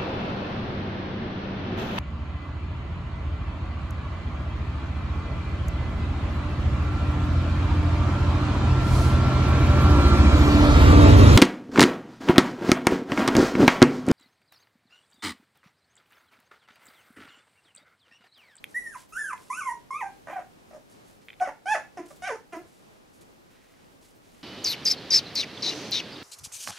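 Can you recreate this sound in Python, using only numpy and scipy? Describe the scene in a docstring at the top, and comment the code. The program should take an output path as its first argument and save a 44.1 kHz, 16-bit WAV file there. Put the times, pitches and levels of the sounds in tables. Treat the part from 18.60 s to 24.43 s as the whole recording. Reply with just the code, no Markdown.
"""Whistling squeaks of a young puppy fall in pitch, turn into rough yelps and low grunts, and ring on.
It cries in a hard-walled whelping box, a metre from a small stereo camera: overtones of its vocal folds,
breath and rasp pass through the throat. Claws tick as short ringing modes; sniffs and paws rustle as
grainy hiss on a ribbed mat, soft landings thump as low noise. Dense echoes surround them, over the
quiet, drifting hum of the house."""
import sys
import numpy as np
from scipy import signal
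from scipy.fft import rfft, irfft
from scipy.io import wavfile
from scipy.ndimage import uniform_filter1d

SR = 44100
rng = np.random.default_rng(int(sys.argv[2]) if len(sys.argv) > 2 else 0)


def dump(signal):
    """Clip the signal to [-1, 1] and save it as 16-bit WAV at the path in sys.argv[1]."""
    limited = np.clip(np.atleast_2d(signal).T, -1, 1)
    pcm = np.round(limited * 32767).astype(np.int16)
    wavfile.write(sys.argv[1], SR, pcm)


N = 257103  # length in samples


def undb(db):
    """Decibels to gain."""
    return 10 ** (np.asarray(db) / 20)


def on_hz(table, hz):
    """Read (frequency_hz, value) points on a log-frequency axis."""
    at, value = np.transpose(table)
    return np.interp(np.log(np.maximum(hz, 1)), np.log(at), value)


def unit(x):
    """Scale to rms 1."""
    return x / np.sqrt(np.mean(x ** 2))


def noise(size, *spectra):
    """Noise coloured by the sum of (frequency_hz, level_db) spectra."""
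    hz = np.arange(size // 2 + 1) * SR / size
    white = rfft(rng.standard_normal(size))
    return irfft(white * undb(sum(on_hz(s, hz) for s in spectra)), size)


def walk(size, hz):
    """Smooth chance that changes about hz times a second, spread 1."""
    lowpass = signal.butter(2, hz, fs=SR, output="sos")
    settled = signal.sosfilt(lowpass, rng.standard_normal(size + 2000))[2000:]
    return unit(settled)


def add(out, x, s):
    """Mix x into out from s seconds on."""
    i = int(s * SR)
    out[i:i + len(x)] += x[:N - i]


# colour of the house hum: frequency_hz, relative level_db [dB per Hz]
HUM_SPECTRUM = [(12, -44), (20, -15), (54, -11.5), (92, -5), (238, -3), (382, -5), (416, -5.5), (614, -8.5),
                (686, -10.5), (811, -10.5), (881, -13), (1720, -18.5), (15500, -27.5)]
# side of the hum against its mid: frequency_hz, level_db
HUM_WIDTH = [(60, 1), (110, 1.5), (200, 2), (380, 3), (700, 3.5), (1290, 5), (2380, 2.5), (4400, -2.5),
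             (8120, -3.5), (15000, -3.5)]
# treble colour of the hum at the microphone ports: frequency_hz, level_db
PORT_COLOUR = [(5000, 2), (9000, -0.5), (12500, -2), (15500, -10)]
HUM_DB, RUMBLE_DB = -59.5, -70  # levels [dB] about which hum and rumble drift


def hum():
    """The house's steady floor, drifting slowly; its lows are wide, partly opposed between the ports."""
    mid = noise(N, HUM_SPECTRUM, PORT_COLOUR)
    side = noise(N, HUM_SPECTRUM, PORT_COLOUR, HUM_WIDTH)
    gain = undb(HUM_DB + 1.3 * walk(N, 3.0)) / np.sqrt(np.mean(mid ** 2))
    # the deepest rumble comes in gusts, unrelated at the two ports
    rumble = [(15, -30), (28, -1), (50, -4), (75, -31.5)]
    gusts = [undb(RUMBLE_DB + 4.6 * walk(N, 4.2)) * unit(noise(N, rumble)) for _ in range(2)]
    return gain * np.array([mid + side, mid - side]) + gusts


# how long box and room ring: frequency_hz, t60_s
RING_TIME = [(300, 0.23), (1000, 0.22), (3000, 0.27), (9000, 0.23)]
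# how loud the echoes come back, in mid and in side: frequency_hz, level_db
ECHO_MID = [(400, -1), (4000, -2)]
ECHO_SIDE = [(300, -26), (700, -16), (1500, -9), (8000, -4.5)]


def room(x):
    """Dense echoes of box and room, noise bands that each die at their own rate; a mid and a side response."""
    t = np.arange(SR // 2) / SR
    echoes = []
    for colour in (ECHO_MID, ECHO_SIDE):
        tail = 0
        for hz in 125 * 2. ** np.arange(8):
            octave = [(hz / 2, -60), (hz / 1.4, -3), (hz, 0), (hz * 1.4, -3), (hz * 2, -60)]
            band = noise(len(t), octave, colour)
            fade = 1000 ** (-t / on_hz(RING_TIME, hz)) * np.clip(t / 0.0015, 0, 1)
            tail = tail + band * unit(fade)
        echoes.append(signal.fftconvolve(x, tail / np.sqrt(len(t)))[:N])
    return echoes


# paws and bellies landing on the soft floor: start_s, level_db (before the swell), pitch_hz
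LANDINGS = [(.48, -62, 88.5), (1.051, -69, 45.), (1.33, -65, 40.5), (1.389, -58.5, 500), (1.701, -61, 187),
            (1.76, -69, 298), (2.64, -62, 463), (3.95, -62, 46), (4.898, -65, 303), (5.539, -63.5, 280)]


def thumps():
    """Soft, dull knocks: a short swell of noise round one low pitch."""
    out, u = np.zeros(N), np.linspace(0, 1, 3500)
    swell = np.sin(np.pi * u ** .5) ** 2
    for s, db, hz in LANDINGS:
        body = noise(len(u), [(hz / 2, -25), (hz, 0), (hz * 2, -25)])
        add(out, undb(db) * unit(body) * swell, s)
    return out


# sniffs and paws brushing the ribs: start_s, length_s, level_db (before grain and swell), dullness_db
BRUSHES = [(0.086, 0.065, -62, -3), (0.364, 0.11, -55.5, 5), (0.759, 0.28, -61.5, 5), (2.295, 0.09, -64, 2),
           (2.444, 0.15, -65, 4), (2.616, 0.037, -64.5, 14), (3.456, 0.023, -58.5, 7),
           (3.476, 0.11, -60.5, 1), (3.558, 0.035, -63, -1), (4.058, 0.25, -67, 4), (4.529, 0.08, -65, 3.),
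           (4.609, 0.03, -57.5, -1), (4.88, 0.54, -65, 21), (5.409, 0.15, -62.5, 8), (5.606, 1, -64.5, 14)]
# colour of the brushing: frequency_hz, relative level_db [dB per Hz]
BRUSH_SPECTRUM = [(600, -24), (2500, -15.5), (5000, -13), (8000, -11), (11000, -12.5), (14500, -26)]


def rustles():
    """Short grainy puffs of hiss, quick to rise and slower to fade."""
    out = np.zeros(N)
    for s, length, db, dull_db in BRUSHES:
        u = np.linspace(0, 1, int(length * SR))
        grain = undb(2.6 * walk(len(u), 260.0))
        hiss = unit(noise(len(u), BRUSH_SPECTRUM, [(2000, 0), (8000, -dull_db)]))
        swell = np.sin(np.pi * u ** .5)
        add(out, undb(db) * hiss * grain * swell, s)
    return out


TREBLE_HZ = 4200  # the high modes of claws and the upper overtones of the voice lie above

# claws on the mat: start_s, peak level_db (all played 2 dB up), high_modes_db (relative)
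CLAW_TICKS = [(0.0413, -23.5, 1.5), (0.428, -58, -16), (0.778, -44.5, 3), (2.6848, -33.5, -20),
              (2.6914, -39, -13), (2.703, -34, -16), (2.705, -40.5, -19), (2.7204, -50, -6.0),
              (2.7308, -39.5, -16), (2.739, -44, -6.0), (2.766, -57, -6.0), (2.7995, -37, -7),
              (4.6132, -60, -4), (4.6294, -61, -6.0)]
# ringing modes of a claw, before detuning: frequency_hz, relative level_db, t60_s
CLAW_MODES = [(2380, 4, 0.0047), (3200, -8, 0.012), (6230, -26, 0.0074), (9700, -18, 0.0085),
              (12800, -19, 0.012)]


def ticks():
    """Each claw tick rings the same short modes, a little detuned, with its own share of the high modes."""
    out, t = np.zeros(N), np.arange(2000) / SR
    detuning = 1 + 0.06 * rng.standard_normal((len(CLAW_TICKS), len(CLAW_MODES)))
    for (s, db, high_db), tune in zip(CLAW_TICKS, detuning):
        ring = 0
        for (hz, mode_db, t60), k in zip(CLAW_MODES, tune):
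            gain = undb(mode_db + high_db * (hz > TREBLE_HZ))
            ring = ring + gain * np.sin(2 * np.pi * hz * k * t) * 1000 ** (-t / t60)
        ring = ring * np.clip(t / .0005, 0, 1)
        add(out, undb(db + 2.0) * ring / np.abs(ring).max(), s)
    return out


# one curve per cry: time_s, pitch_hz, level_db (all played 2.5 dB down)
CRY_CURVES = [
    [(.143, 1798, -35.5), (.173, 1965, -25.5), (.21, 1948, -42), (.241, 1941, -46), (.277, 1826, -38.5),
     (.305, 1783, -49.5), (.335, 1560, -45), (.352, 1150, -40), (.365, 880, -32)],
    [(.522, 1273, -45), (.566, 1424, -30.5), (.59, 1781, -30), (.622, 1721, -31), (.65, 1605, -34),
     (.688, 1492, -34), (.722, 1026, -35.5), (.74, 890, -26.5)],
    [(.9, 982, -30.5), (.95, 1303, -37), (.988, 1533, -35.5), (.996, 1518, -33), (1.02, 1117, -33.5),
     (1.078, 1029, -30.5), (1.098, 932.6, -24.5), (1.128, 961, -29.5)],
    [(1.305, 1055, -31), (1.325, 1068, -32.5), (1.355, 1180, -33.5), (1.395, 1306, -43), (1.416, 947, -28),
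     (1.436, 780, -27.5), (1.45, 786, -34), (1.468, 792.4, -27), (1.492, 804, -43)],
    [(1.67, 630.4, -41), (1.7, 651.6, -38.5), (1.724, 612.3, -41), (1.733, 821.4, -31), (1.755, 784, -43),
     (1.763, 750, -26.5), (1.784, 754, -31.5), (1.8, 602, -41.5), (1.83, 644, -61)],
    [(2.109, 706, -41), (2.118, 650, -47), (2.131, 601, -60), (2.1355, 710, -37), (2.143, 630, -48),
     (2.1485, 630, -40), (2.17, 568, -53.5), (2.185, 540, -49)],
    [(2.8, 765.5, -37), (2.816, 727, -21.5), (2.838, 747, -21), (2.85, 754, -34.5), (2.877, 627.6, -35),
     (2.889, 590, -41), (2.9, 547, -32)],
    [(3.056, 761, -40), (3.062, 740.6, -29), (3.096, 833, -20.5), (3.13, 880.4, -17), (3.14, 795.6, -23.5),
     (3.167, 527, -30), (3.2, 420, -59)],
    [(3.371, 374, -31), (3.379, 359.4, -39), (3.401, 325, -31), (3.419, 342, -65), (3.432, 346, -45),
     (3.45, 336, -43.5), (3.456, 350, -56)],
    [(3.503, 590, -44), (3.511, 577, -46), (3.522, 534, -60)],
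    [(3.62, 710, -38), (3.638, 734, -33.5), (3.668, 805, -37), (3.678, 756, -25.5), (3.687, 680.5, -32),
     (3.7, 523.3, -28.5), (3.722, 447.6, -30), (3.745, 440.3, -44.5), (3.765, 425, -37.5)],
    [(3.922, 339, -47), (3.934, 347.6, -32.5), (3.954, 325.3, -37), (3.965, 335, -30.5),
     (3.978, 341.5, -44), (4.002, 347, -41.5), (4.02, 356, -78)],
]
# folds of each cry: roughness when taut [0-1], its growth [per squared octave of sag],
# strong-weak pairing of cycles when taut [0-1], its growth [per squared octave of sag]
FOLD_STATES = [(.04, .25, 0, 0), (.05, .5, 0, 0), (.07, 0, 0, 0), (.06, 0, 0, 0), (.18, 3, .1, 7),
               (.35, 0, .4, 0), (.2, 5, .18, 5), (.04, 2, 0, 0), (.15, 0, 0, 0), (.6, 0, 0, 0),
               (.08, .25, .45, -6), (.15, 0, 0, 0)]
# colour of each cry, before sag and level act: treble level_db at its start, at its end,
# mouth opening [dB per octave] at its start, at its end
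MOUTH_COLOURS = [(-49, -38.5, 6, 2.5), (-41, -45, 5.5, 4), (-37.5, -44, 5.5, 3.5), (-48.5, -54, 0, 6.5),
                 (-77, -74, -0.5, -7.5), (-64.5, -57, -8, -20), (-50.5, -50.5, -3.5, -4.5),
                 (-43.5, -35, 3.5, 3.5), (-51, -70, 4, -14), (-63, -62, -2, -14.5), (-43, -41.5, 7, 4),
                 (-50.5, -67, 6, -17)]
# throat and mouth, dark near 4 kHz: frequency_hz, level_db
THROAT_COLOUR = [(330, 8.5), (520, -4), (750, 11.5), (1050, -2), (1500, 0.5), (2000, -5), (2600, -12),
                 (3300, -29), (4000, -41), (4700, -31.5), (5400, -22.5), (6800, -22.5), (8000, -34),
                 (9500, -24), (11500, -36), (14000, -72)]
# as the pitch sags the mouth closes [dB per octave, per octave of sag], the treble dulls [dB per octave of sag]
CLOSING_DB, DULLING_DB = 19.5, 9
# the upper overtones follow only a share of the swings in level; softer moments open the slope [per dB]
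TREBLE_FOLLOWS, OPENING_PER_DB = 0.64, 0.62
PARTING_DB, PARTING_S = 6.5, 0.016  # the lips part just after the voice sets in [dB per octave, s]
HALF_PITCH_DB = -14.5  # extra gain of the line an octave under the pitch, when cycles pair


def overtones(hz, rough, pairing, open_db, sharp):
    """Lines of the folds through the throat, low and treble, each scaled by its own power."""
    size = len(hz)
    phase = 2 * np.pi * np.cumsum(hz * (1 + .13 * rough * walk(size, 110.))) / SR
    order = np.arange(1, 91)[:, None] / 2  # half orders lie between the overtones
    line_hz = order * hz
    high = line_hz > TREBLE_HZ
    slope_db = ~high * open_db * np.log2(np.maximum(order, 1))
    gain = undb(on_hz(THROAT_COLOUR, line_hz) + on_hz(sharp, line_hz) + slope_db)
    gain *= line_hz < 15500
    # unequal pairs of cycles light up the lines half-way between the overtones
    gain[::2] *= pairing
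    gain[0] *= undb(HALF_PITCH_DB)
    # every line flickers by itself, the upper ones more
    flicker = [undb(min(1 + k[0] / 2, 3.5) * walk(size, 45.)) for k in order]
    lines = np.sin(order * phase + order ** 2 / 3) * flicker
    return [(g * lines).sum(axis=0) / np.sqrt((g ** 2).sum(axis=0) / 2)
            for g in (gain * ~high, gain * high)]


def cry(table, mouth, folds):
    """One cry: overtones of the folds through the throat, shaken in size and pitch as the folds turn rough."""
    s, *columns = np.transpose(table)
    t = np.arange(s[0], s[-1], 1 / SR)
    hz, db = (np.interp(t, s, c) for c in columns)
    # muscle is sluggish: the pitch rounds its corners
    hz = uniform_filter1d(hz, size=500, mode="nearest")
    # roughness and pairing change as the folds slacken below the cry's top pitch
    sag, softer_db = np.log2(hz.max() / hz), db.max() - db
    taut_rough, rough_growth, taut_pairing, pairing_growth = folds
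    rough = np.minimum(taut_rough + rough_growth * sag ** 2, max(taut_rough, .65))
    pairing = np.clip(taut_pairing + pairing_growth * sag ** 2, 0, 1)
    treble_db, open_db = np.linspace(mouth[::2], mouth[1::2], len(t)).T
    # subtracting db makes the treble relative to the voice's own level
    treble_db = treble_db - DULLING_DB * sag - TREBLE_FOLLOWS * softer_db - db
    open_db = open_db - CLOSING_DB * sag + OPENING_PER_DB * softer_db
    open_db = open_db - PARTING_DB * np.exp(-(t - s[0]) / PARTING_S)
    # a tight, high squeak is hollow near 4 kHz and sharp on top, a low yelp dull
    tight = max(np.log2(hz.max() / 1100), -.4)
    sharp = [(2500, 0.0053), (3600, -20. * tight), (5000, -8. * tight),
             (7000, 0.52 * tight), (11000, 9.6 * tight)]
    low, treble = overtones(hz, rough, pairing, open_db, sharp)
    # air rushing past the folds hisses in the throat, and rasps when they vibrate unevenly
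    breath = unit(noise(len(t), THROAT_COLOUR, sharp, [(TREBLE_HZ - 400, -40), (TREBLE_HZ, 0)]))
    rasp_colour = [(.85 * hz.min(), -40), (hz.min(), 0), (2500, 5.)]
    rasp = unit(noise(len(t), THROAT_COLOUR, rasp_colour))
    hiss = np.clip(.42 + .1 * tight + .6 * rough, 0, 1)  # share of breath in the treble
    voice = low + 1.2 * rough ** 1.5 * rasp
    voice += undb(treble_db) * (np.sqrt(1 - hiss ** 2) * treble + hiss * breath)
    shake = 1 + np.minimum(1.6 * rough, .6) * np.tanh(walk(len(t), 70.))
    # the glottis snaps open and closes a little more softly
    edges = np.clip((t - s[0]) / .003, 0, 1) * np.clip((s[-1] - t) / .005, 0, 1)
    return voice * shake * edges * undb(db - 2.5)


def scene():
    """The puppy and the mat, heard directly and through the room, over the floor."""
    voice, mat = np.zeros(N), ticks() + rustles() + thumps()
    for table, mouth, folds in zip(CRY_CURVES, MOUTH_COLOURS, FOLD_STATES):
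        add(voice, cry(table, mouth, folds), table[0][0])
    # the mat lies close under the camera, so the room takes a smaller share of it
    mid, side = room(voice + undb(-13.0) * mat)
    left_db = -1.5  # left against right
    pan = undb(np.array([[left_db], [-left_db]]) / 2)
    return pan * (voice + mat + mid) + np.array([side, -side]) + hum()


def band_limit(x):
    """A steep low-pass at the top of the band."""
    return signal.sosfilt(signal.butter(12, 15900, fs=SR, output="sos"), x)


def record(dry):
    """The camera cuts the top with a steep low-pass at 15.75 kHz."""
    top = signal.ellip(10, .2, 60, 15750, fs=SR, output="sos")
    mix = signal.sosfilt(top, dry)
    return band_limit(mix)


dry = scene()
out = record(dry)
dump(out)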